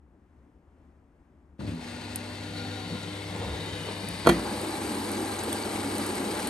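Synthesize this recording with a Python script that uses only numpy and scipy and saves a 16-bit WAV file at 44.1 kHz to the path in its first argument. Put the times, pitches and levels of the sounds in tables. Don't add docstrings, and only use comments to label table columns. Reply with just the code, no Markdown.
import sys
import numpy as np
from scipy import signal
from scipy.fft import rfft, irfft
from scipy.io import wavfile
from scipy.ndimage import uniform_filter1d, map_coordinates

SR = 44100
rng = np.random.default_rng(int(sys.argv[2]) if len(sys.argv) > 2 else 0)


def generate_wav(signal):
    frames = np.transpose(np.atleast_2d(signal))
    scaled = np.clip(frames, -1, 1) * 32767
    pcm = np.round(scaled).astype(np.int16)
    wavfile.write(sys.argv[1], SR, pcm)


N = 286209
T, HZ = np.arange(N) / SR, np.fft.rfftfreq(N, 1 / SR)
VALVE_S, JETS_S, PULL_S = 1.59, 1.775, 4.3


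def amp(db):
    return 10 ** (np.asarray(db) / 20)


def read(points, hz=HZ):
    f, value = np.transpose(points)
    return np.interp(np.log(hz + 1), np.log(f + 1), value)


def over_time(points):
    return np.interp(T, *np.transpose(points))


def ramp(start, length):
    return np.clip((T - start) / length, 0, 1)


def swell(start, rise, t60):
    return ramp(start, rise) * amp(-60 * np.maximum(T - start - rise, 0) / t60)


def colour(x, db, band=(0, SR)):
    z = rfft(x) * amp(db)
    inside = z[..., (HZ >= band[0]) & (HZ <= band[1])]
    power = np.mean(np.sum(abs(inside) ** 2, -1))
    return irfft(z, N) * N / np.sqrt(2 * power)


def noise():
    return rng.standard_normal(N)


def wander(hz):
    return colour(noise(), -20 * np.log10(1 + (HZ / hz) ** 2))


# frequency in Hz, likeness (clipped to 0..1).
LIKENESS = [(60, 2.5), (300, 1), (600, 0.73), (1200, 0.5), (2200, 0.44), (3800, 0.7), (5300, 1.5),
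            (7000, 1.07), (8500, 1), (15000, 6.5)]


def half_angle(hz=HZ):
    return np.arccos(np.clip(read(LIKENESS, hz), 0, 1)) / 2


def ports(make, side_db=0):
    a, b = rfft(make()), rfft(make())
    angle = half_angle()
    shared, private = a * np.cos(angle), b * np.sin(angle)
    left = (shared + private) * amp(side_db / 2)
    right = (shared - private) * amp(-side_db / 2)
    return irfft(np.array([left, right]), N)


def impacts(per_s, spread_db):
    size = amp(spread_db * np.minimum(rng.exponential(1, N), 4)) * rng.choice([-1, 1], N)
    return size * (rng.random(N) < per_s / SR)


BUBBLE_SPREAD_DB = 1.3


def bubbles(per_s, low_hz, high_hz, cycles, rise, count=36):
    out = np.zeros(N)
    for hz in np.geomspace(low_hz, high_hz, count):
        t = np.arange(int(5 * cycles / hz * SR)) / SR
        age = t * hz / cycles
        envelope = np.exp(-age) * (1 - np.exp(-2 * t * hz))
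        tone = np.sin(2 * np.pi * hz * t * (1 + rise * age)) * envelope
        out += signal.oaconvolve(impacts(per_s / count, BUBBLE_SPREAD_DB), tone * hz)[:N]
    return out / out.std()


def strike(times, db, ring):
    blows = np.zeros(N)
    np.add.at(blows, np.round(np.asarray(times) * SR).astype(int), amp(db))
    return signal.oaconvolve(blows[None], np.atleast_2d(ring)[:, :SR], axes=1)[:, :N].squeeze()


def modes(table, attack=0.00054):
    t = T[:SR]
    hz, db, t60 = np.transpose(table)[:, :, None]
    phase = 2 * np.pi * (hz * t + rng.random(hz.shape))
    step = half_angle(hz) * rng.choice([-1, 1], hz.shape)
    level = amp(db - 60 * t / t60)
    ring = np.array([np.sum(level * np.sin(phase + side * step), axis=0) for side in (1, -1)])
    return ring * ramp(0, attack)[:SR]


def burst(spectrum, t60, tail_db, tail_t60, attack=0.00021):
    decay = amp(-60 * T / t60) + amp(tail_db - 60 * T / tail_t60)
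    return colour(noise(), read(spectrum)) * decay * ramp(0, attack)


def radiate(x, low_hz):
    return signal.sosfilt(signal.butter(2, low_hz, "high", fs=SR, output="sos"), x)


# time in seconds, distance travelled in metres.
MIC_PATH = [(2.3, 0.0097), (2.65, 0.12), (3.15, 0.22), (3.55, 0.43), (4.15, 0.653), (4.5, 0.69),
            (6.49, 0.75)]


def travel(t=T):
    return np.interp(t, *np.transpose(MIC_PATH))


DOOR_M, FASCIA_M, DRAWER_M, REACH_M = 0.13, 0.47, 0.69, 0.18
STANDING_WAVE_M = 0.1226
RING_WIDTH_HZ, RING_WIDTH_SHARE = 14, 0.016
# frequency in Hz, lift in dB (negative for a dip).
DOOR_RING = [(160, 4.5), (503, 8), (755, 9), (810, 0), (1415, 12), (1570, 6), (2070, 2.5), (2320, -5),
             (2700, 7.5), (3090, 7), (3500, 3), (3660, 10), (3850, 8), (4080, 10), (4220, -9), (4410, 9.5),
             (4630, 6)]
FASCIA_RING = [(497, 15), (1570, 0), (2060, 5), (2260, 5), (3100, 6), (3620, 8), (3745, 10), (4380, 8)]
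CAVITY_RING = [(210, 8.5), (252, -9.5), (302, -3), (345, -0.5), (410, -1.5), (580, 5.5), (850, 3.5),
               (1600, 5.5), (2230, -1), (2970, 7.5), (3190, -1), (3630, 5), (3800, 4), (4060, 8.5),
               (4430, 8), (4710, 10.5)]


def cabinet(x, ripple_db, size=4096):
    hz, t, z = signal.stft(x, SR, nperseg=size)
    lift = 0
    for ring, at_m in (DOOR_RING, DOOR_M), (FASCIA_RING, FASCIA_M), (CAVITY_RING, DRAWER_M):
        peaks = sum(db / (1 + (2 * (hz - f) / (RING_WIDTH_HZ + RING_WIDTH_SHARE * f)) ** 2) for f, db in ring)
        nearness = np.exp(-((travel(t) - at_m) / REACH_M) ** 2)
        lift = lift + np.outer(peaks, nearness)
    field = uniform_filter1d(rng.standard_normal((len(hz), 12)), size=2, axis=0)
    place = np.meshgrid(np.arange(len(hz)), travel(t) / STANDING_WAVE_M, indexing="ij")
    ripple = map_coordinates(field / field.std(), place, order=2, mode="mirror")
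    return signal.istft(z * amp(lift + ripple_db * ripple), SR, nperseg=size)[1][:, :N]


JETS_DB, JETS_DB_PER_M = -44.5, 4
MIST_DB, MIST_DB_PER_M = -71, 31.5
# frequency in Hz, difference in dB.
SIDEWAYS = [(300, 31), (1000, 2.8), (2000, 4.4), (4000, 6), (6000, 7.2), (8500, 0.5)]
# frequency in Hz, relative density in dB per Hz.
JETS_SHUT = [(200, -45), (500, -10), (800, -5), (1200, -7.5), (2100, -1), (2700, -6), (3900, -7),
             (4600, -8.5), (5300, -14), (7000, -16.5), (8500, -14), (10800, -16), (12000, -26.5),
             (13000, -72)]
MIST = [(2000, -24), (5000, 4), (7000, -15), (8700, 6), (11000, 1), (12000, -9), (13000, -45)]


def jets_shut():
    spatter = cabinet(ports(lambda: impacts(9000, 1.9), read(SIDEWAYS)), ripple_db=3.5)
    hiss = colour(spatter, read(JETS_SHUT), band=(1500, 5000)) * amp(JETS_DB + JETS_DB_PER_M * travel())
    mist_db = MIST_DB + MIST_DB_PER_M * np.minimum(travel(), DRAWER_M)
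    mist = colour(ports(lambda: impacts(5100, 4.7)), read(MIST)) * amp(mist_db)
    force = ramp(VALVE_S, 0.011) * (0.45 + 0.62 * ramp(JETS_S, 0.098))
    return (hiss + mist) * force * amp(.5 * wander(21)) * (1 - ramp(PULL_S, 0.62))


DRUM_DB, DRUM_DB_PER_M = -44, 5
# frequency in Hz, relative density in dB per Hz.
DRUM = [(30, -29), (55, -8), (80, -1.5), (125, -13.5), (165, 2.5), (230, -3), (350, -3.5), (480, -7),
        (700, -12.5), (1000, -10.5), (1500, -31), (3000, -67)]


def drum():
    patter = cabinet(ports(lambda: impacts(2500, 1.67), 3.4), ripple_db=3.0)
    water = colour(patter, read(DRUM), band=(130, 1000)) * amp(DRUM_DB + DRUM_DB_PER_M * travel())
    sheet_hz = 243.5 + 3.0 * wander(5.1)
    sheet = np.sin(2 * np.pi * np.cumsum(sheet_hz) / SR) * amp(3.9 * wander(2.9))
    fall = water + amp(-46.0) * sheet * (1 - ramp(2.84, 0.73))
    return fall * ramp(1.7, 0.085) * (1 - ramp(PULL_S, 0.65))


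SPRAY_DB, SPRAY_DB_PER_M, SPRAY_OPENS_S = -46, 30, 0.37
DROP_SPREAD_DB, FLURRY_DB = 2.1, 0.9
SPLATS_PER_S, SPLAT_SPREAD_DB, SPLAT_T60_S, SPLAT_DB = 55, 1.8, 0.028, -5
# frequency in Hz, relative density in dB per Hz.
JETS_OPEN = [(300, -45), (800, -2), (1300, -11.5), (2200, -7.5), (2700, -12), (4400, -13), (5300, -16.5),
             (6300, -18), (7400, -16.5), (8300, -10.5), (10700, -10), (12000, -20), (13000, -51),
             (15500, -51)]


def spray():
    side_db = read([(1000, 0.5), (2500, 4.1), (4500, 4.9), (8000, 0.68)])
    patter = ports(lambda: impacts(6000, DROP_SPREAD_DB), side_db)
    fizz = colour(cabinet(patter, ripple_db=3.0), read(JETS_OPEN), band=(7000, 9500))
    bubbling = ports(lambda: bubbles(130, 815, 6280, cycles=9.8, rise=0.017))
    splat_decay = amp(-60 * T[:SR] / SPLAT_T60_S)
    splashes = signal.oaconvolve(abs(impacts(SPLATS_PER_S, SPLAT_SPREAD_DB)), splat_decay)[:N]
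    wet = [(400, -9), (1000, -3), (1800, -1), (3500, -8.5), (6000, -15), (9000, -5), (14000, -50)]
    splats = colour(ports(lambda: splashes * noise(), 2), read(wet))
    water = fizz * amp(FLURRY_DB * wander(33)) + amp(-8.5) * bubbling + amp(SPLAT_DB) * splats
    level_db = SPRAY_DB + SPRAY_DB_PER_M * (travel() - DRAWER_M)
    return water * amp(level_db) * np.sqrt(ramp(PULL_S, SPRAY_OPENS_S))


TRAY_DB, TRAY_DB_PER_M = -34, 23
CHURN_PER_S, CHURN_SURGE_DB, CHURN_SURGE_HZ = 4500, 0.8, 35
GURGLE_TOP_HZ = 427
# frequency in Hz, relative density in dB per Hz.
TRAY = [(30, -28), (70, -41), (130, -31), (210, -5), (290, 2), (400, -5.5), (550, -11.5), (680, -14),
        (850, -9), (1100, -16.5), (1700, -19), (3500, -69)]
# time in seconds, gain in dB.
GURGLE = [(4.4, -33.5), (4.7, -34), (4.85, -34.5), (5.2, -31.5), (5.4, -34), (5.72, -33.5), (5.84, -31.5),
          (6.25, -31.5), (6.4, -32.5)]


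def tray():
    def churning():
        return bubbles(CHURN_PER_S, 170.3, 1700, cycles=4.53, rise=0.023) + 0.85 * noise()
    churn = ports(churning, 0.79)
    low = [(25, -43), (65, 0.0), (90, -5), (130, -5.0), (200, -1.5), (400, -42)]
    slosh = colour(ports(noise), read(low))
    water = colour(cabinet(churn, ripple_db=1.0), read(TRAY), band=(130, 1000))
    deep = irfft(rfft(water) / (1 + (HZ / GURGLE_TOP_HZ) ** 8), N)
    surge_db = CHURN_SURGE_DB * wander(CHURN_SURGE_HZ)
    splashing = (water - deep) * amp(TRAY_DB + TRAY_DB_PER_M * (travel() - DRAWER_M) + surge_db)
    gurgle = deep * amp(over_time(GURGLE))
    return (splashing + gurgle + amp(-48.0) * slosh) * ramp(PULL_S, 0.04)


SLIP_LEAD_S = 0.002
DRAWER_ATTACK_S = 0.0013
# time in seconds, then relative levels in dB of the thud, the knock of the catch and the crack.
CLACKS = [(4.25, -17, -42, -45), (4.2623, -11, -13, -31), (4.271, -1, 2.5, -5), (4.2755, -7.5, -16, -9),
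          (4.2809, -13, -35, -37), (4.291, 0.5, -17, -3), (4.296, -4.5, -8.5, -3), (4.394, -27, -22, -19)]
# frequency in Hz, relative level in dB, decay t60 in seconds.
DRAWER = [(60.2, -6, 0.55), (101.5, -15, 0.31), (165.4, -0.5, 0.324), (207.7, -3.5, 0.29), (263, 3, 0.21),
          (342, 9, 0.21), (410, -15, 0.14), (472, 6, 0.13), (527, 0.5, 0.12), (670, 5.5, 0.093),
          (740, 4.5, 0.11), (975, -12, 0.1), (1100, -18, 0.082), (1460, -5, 0.071), (1760, -9, 0.082),
          (1950, -5.5, 0.076), (2370, -5, 0.063), (2930, -31, 0.11), (3230, -4, 0.085), (4230, -8, 0.045)]
CATCH = [(466, 5, 0.024), (650, 0, 0.032), (950, 2, 0.025), (1180, -1.5, 0.044), (1360, 3.5, 0.027)]


def drawer():
    s, thud_db, knock_db, crack_db = np.transpose(CLACKS)
    body = [(30, -36), (60, -29), (170, 6.5), (500, -2.5), (850, -2), (1400, -6), (1900, -4.0),
            (3500, -16.0), (4500, -16), (7000, -59)]
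    edge = [(500, -20), (2000, 1.0), (5500, -1), (6500, 6.0), (7600, -4), (9000, 3.5), (11000, 7.5),
            (12200, -3), (13300, -24), (16000, -48)]
    thud = ports(lambda: strike(s, thud_db, burst(body, 0.018, -16, 0.37, attack=0.00073)))
    crack = ports(lambda: strike(s - SLIP_LEAD_S, crack_db, burst(edge, 0.018, -17.5, 0.22, attack=0.0011)))
    ring = strike(s, thud_db, modes(DRAWER, attack=DRAWER_ATTACK_S))
    knock = strike(s, knock_db, modes(CATCH, attack=0.0011))
    clack = amp(-23) * ring + amp(-14.5) * knock + amp(-13.0) * thud + amp(-17.5) * crack
    return radiate(clack, low_hz=55.7)


KNOCK_GAP_S, KNOCK_JITTER, SHUDDER_DB_PER_S = 0.013, 0.241, -85
SPIT_T60_S = 0.6
# time in seconds, relative shudder level in dB, relative level in dB of the spit of air and water.
SURGES = [(1.591, -3, -70), (1.606, -0.5, -66), (1.675, 0, -49)]
# frequency in Hz, relative level in dB, decay t60 in seconds.
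PANELS = [(61.6, -11, .7), (84.3, -6, 0.22), (102, 3, 0.28), (150, -13, 0.26), (166.6, 3.5, 0.3),
          (249.5, 4, 0.3), (283, -1.5, 0.22), (389, -15, 0.49), (518, -15.5, 0.27)]


def hose(count=6):
    start, shudder_db, _ = np.transpose(SURGES)[:, :, None]
    gaps = KNOCK_GAP_S * np.exp(KNOCK_JITTER * rng.standard_normal((len(SURGES), count)))
    age = np.cumsum(gaps, axis=1) - gaps[:, :1]
    s, db = (start + age).ravel(), (shudder_db + SHUDDER_DB_PER_S * age).ravel()
    rattle = [(25, -49), (50, -21), (90, 0), (180, -8), (290, -3), (420, -13), (1300, -25), (3000, -40),
              (9000, -73)]
    panels = strike(s, db, modes(PANELS, attack=0.0035))
    rattling = ports(lambda: strike(s, db, burst(rattle, 0.068, -15.5, 0.35, attack=0.0019)), 8.3)
    shake = amp(-39.5) * panels + amp(-37.0) * rattling
    spit_level = sum(amp(spit_db) * swell(at - .012, 0.012, SPIT_T60_S) for at, _, spit_db in SURGES)
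    spit = colour(ports(lambda: impacts(4800, 2.4), 3.7), read(JETS_SHUT)) * spit_level
    return radiate(shake, low_hz=60.0) + spit


MAINS_HZ = 50
FLUTTER_DB, OVERTONE_FLUTTER_DB, FLUTTER_HZ = 1.3, 2.0, 35
# multiple of twice the mains frequency, relative level in dB.
BUZZ = [(1, 0.5), (2, -23.5), (3, -4.5), (4, -16), (5, -15), (6, -16), (8, -26)]
# time in seconds, relative level in dB.
HUM = [(1.62, -45), (1.72, -46), (1.81, -55), (2.05, -46.5), (2.3, -45.5), (2.62, -41), (3.0, -45),
       (3.5, -42), (4.15, -47), (4.9, -48), (6.05, -45.5), (6.3, -53.5), (6.45, -50)]


def solenoid():
    buzz = 0
    for k, db in BUZZ:
        flutter_db = OVERTONE_FLUTTER_DB * (k > 1) * wander(FLUTTER_HZ)
        phase = 4 * np.pi * MAINS_HZ * k * T + rng.uniform(0, 2 * np.pi)
        buzz = buzz + amp(db + flutter_db) * np.sin(phase)
    level_db = 3.5 + over_time(HUM) + FLUTTER_DB * wander(FLUTTER_HZ)
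    return amp(level_db) * buzz * ramp(VALVE_S, 0.02) * amp([[.4], [-.4]])


# start in seconds, rise in seconds, decay t60 in seconds, boom in dB, splash in dB.
GUSHES = [(2.86, 0.08, 0.37, -35, -47), (3.24, 0.11, 0.67, -43, -43), (3.39, 0.062, 1, -43.5, -38),
          (3.6, 0.066, 0.95, -64, -45.5), (3.85, 0.026, 0.27, -45, -34.5), (4.001, 0.028, 0.27, -36.5, -46),
          (4.08, 0.021, 0.25, -36, -51)]


def gushes():
    hollow = [(35, -28), (80, -6), (120, -6), (175, 7), (240, -3.5), (320, -8), (500, -29), (1000, -27),
              (4000, -80)]
    wet = [(100, -31), (200, -17), (340, -3.5), (470, 7.0), (650, -4.5), (880, 0.5), (1150, -7.5),
           (1500, -16), (4000, -15), (9000, -41), (14000, -80)]
    boom = sum(amp(db) * swell(s, rise, t60) for s, rise, t60, db, _ in GUSHES)
    splash = sum(amp(db) * swell(s, rise, t60) for s, rise, t60, _, db in GUSHES)
    water = ports(lambda: impacts(1800, 0.92), 1.8)
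    return colour(water, read(hollow)) * boom + colour(water, read(wet)) * splash * amp(1.9 * wander(30))


TICK_ECHO_DB, TICK_ECHO_T60_S = -25, .13
# time in seconds, relative level in dB.
TICKS = [(2.158, -24.5), (3.239, -51), (4.0865, -33), (4.613, -35), (5.1157, -32), (5.435, -33),
         (5.528, -25.5), (5.981, -30.5), (6.063, -31.5), (6.1339, -42), (6.153, -34), (6.472, -28)]


def ticks():
    s, db = np.transpose(TICKS)
    snap = [(1000, -15), (3000, -21), (5500, 2.0), (8000, 9.0), (11000, 22.0), (13500, -11), (15300, -13),
            (17000, -22)]
    return amp(2.5) * ports(
        lambda: strike(s, db, burst(snap, 0.02, TICK_ECHO_DB, TICK_ECHO_T60_S, attack=0.00072)))


PING_T60_S = 0.021
# time in seconds, pitch in Hz, level in dB before decay.
PINGS = [(1.667, 4530, -42), (3.032, 6900, -40), (3.362, 7660, -39), (4.891, 4800, -41), (5.39, 6550, -29),
         (5.529, 3450, -25), (5.635, 4540, -29)]


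def pings():
    return sum(strike([s], [db], modes([(hz, 0, PING_T60_S)])) for s, hz, db in PINGS)


WHISTLE_WIDTH_HZ, WHISTLE_WAVER_DB, WHISTLE_WAVER_HZ = 30, 2.5, 14
# start in seconds, length in seconds, pitch in Hz, relative level in dB.
WHISTLES = [(3.315, 0.56, 3740, -50), (3.52, 0.18, 3960, -52), (3.56, 0.5, 2937, -52.5),
            (3.6, 0.22, 3120, -54), (3.6, 0.55, 4460, -56)]


def whistles():
    out = 0
    for s, length, hz, db in WHISTLES:
        note = colour(ports(noise, 2.8), -20 * np.log10(1 + ((HZ - hz) / WHISTLE_WIDTH_HZ) ** 2))
        arc = np.sin(np.pi * ramp(s, length))
        out = out + amp(db + WHISTLE_WAVER_DB * wander(WHISTLE_WAVER_HZ)) * note * arc
    return out


GLUG_S, GLUG_RISE_S, GLUG_T60_S, GLUG_HZ, GLUG_WIDTH_HZ, GLUG_DB = 2.5, 0.2, 0.46, 790, 20, -44


def glug():
    peak_db = -20 * np.log10(1 + ((HZ - GLUG_HZ) / GLUG_WIDTH_HZ) ** 2)
    note = colour(ports(lambda: impacts(2240, 1.6)), peak_db)
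    return amp(GLUG_DB) * note * swell(GLUG_S, GLUG_RISE_S, GLUG_T60_S)


PLUNGER_S, PLUNGER_DB = 1.606, -44
# frequency in Hz, relative level in dB, decay t60 in seconds.
HOUSING = [(940, -2, 0.07), (1190, -1, 0.036), (1420, 0, 0.061)]


def plunger():
    return strike([PLUNGER_S], [PLUNGER_DB], modes(HOUSING))


# start in seconds, rise in seconds, decay t60 in seconds, level in dB.
RUMBLES = [(3.44, 0.064, 0.3, -35.5), (4.07, 0.055, 0.3, -45)]


def handling():
    low = [(25, -38), (45, -13), (65, 4), (90, 7), (130, -4), (250, -35), (1000, -90)]
    rumble = colour(noise(), read(low))
    return rumble * sum(amp(db) * swell(s, rise, t60) for s, rise, t60, db in RUMBLES)


# frequency in Hz, relative density in dB per Hz.
ROOM = [(20, -20), (45, -10.5), (72, 2), (100, -13.5), (170, -13), (290, -10.5), (450, -21), (1000, -26.5),
        (2000, -36), (4000, -51.5), (11000, -54), (15000, -76)]
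# time in seconds, relative level in dB.
MURMUR = [(0.1, -2), (0.4, 2), (0.6, -0.5), (0.85, 3), (1.05, -0.5), (1.25, 1), (1.45, 0)]


def room_tone():
    air = rfft(ports(noise, 3.7))
    low_share = 1 / (1 + (HZ / 900) ** 4)
    rumble = irfft(air * low_share, N) * amp(1.1 * wander(13))
    murmur = irfft(air * (1 - low_share), N) * amp(over_time(MURMUR))
    return amp(-57.5) * colour(rumble + murmur, read(ROOM))


def scene():
    valve = solenoid() + plunger() + hose()
    shut_water = jets_shut() + whistles() + drum() + gushes() + glug()
    open_water = tray() + spray()
    drops = ticks() + pings()
    return room_tone() + valve + shut_water + open_water + drops + drawer() + handling()


EDGE_HZ = 15900
# frequency in Hz, lead of the left in radians.
LEAD = [(0, -0.5), (1460, 0.5), (3100, 1.0), (6720, 1.07), (7750, 1.5), (8870, -1.5), (9730, -2),
        (10500, -3.5), (11700, -5.5), (16000, -4.5)]


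def record(dry):
    lead = read(LEAD, np.fft.rfftfreq(2 * N, 1 / SR))
    heard = irfft(rfft(dry, 2 * N) * np.exp(.5j * lead * np.array([[1], [-1]])))[:, :N]
    low_pass = signal.firwin(511, EDGE_HZ, window=("kaiser", 9), fs=SR)
    return signal.oaconvolve(heard, low_pass[None], "same")


dry = scene()
out = record(dry)
generate_wav(out)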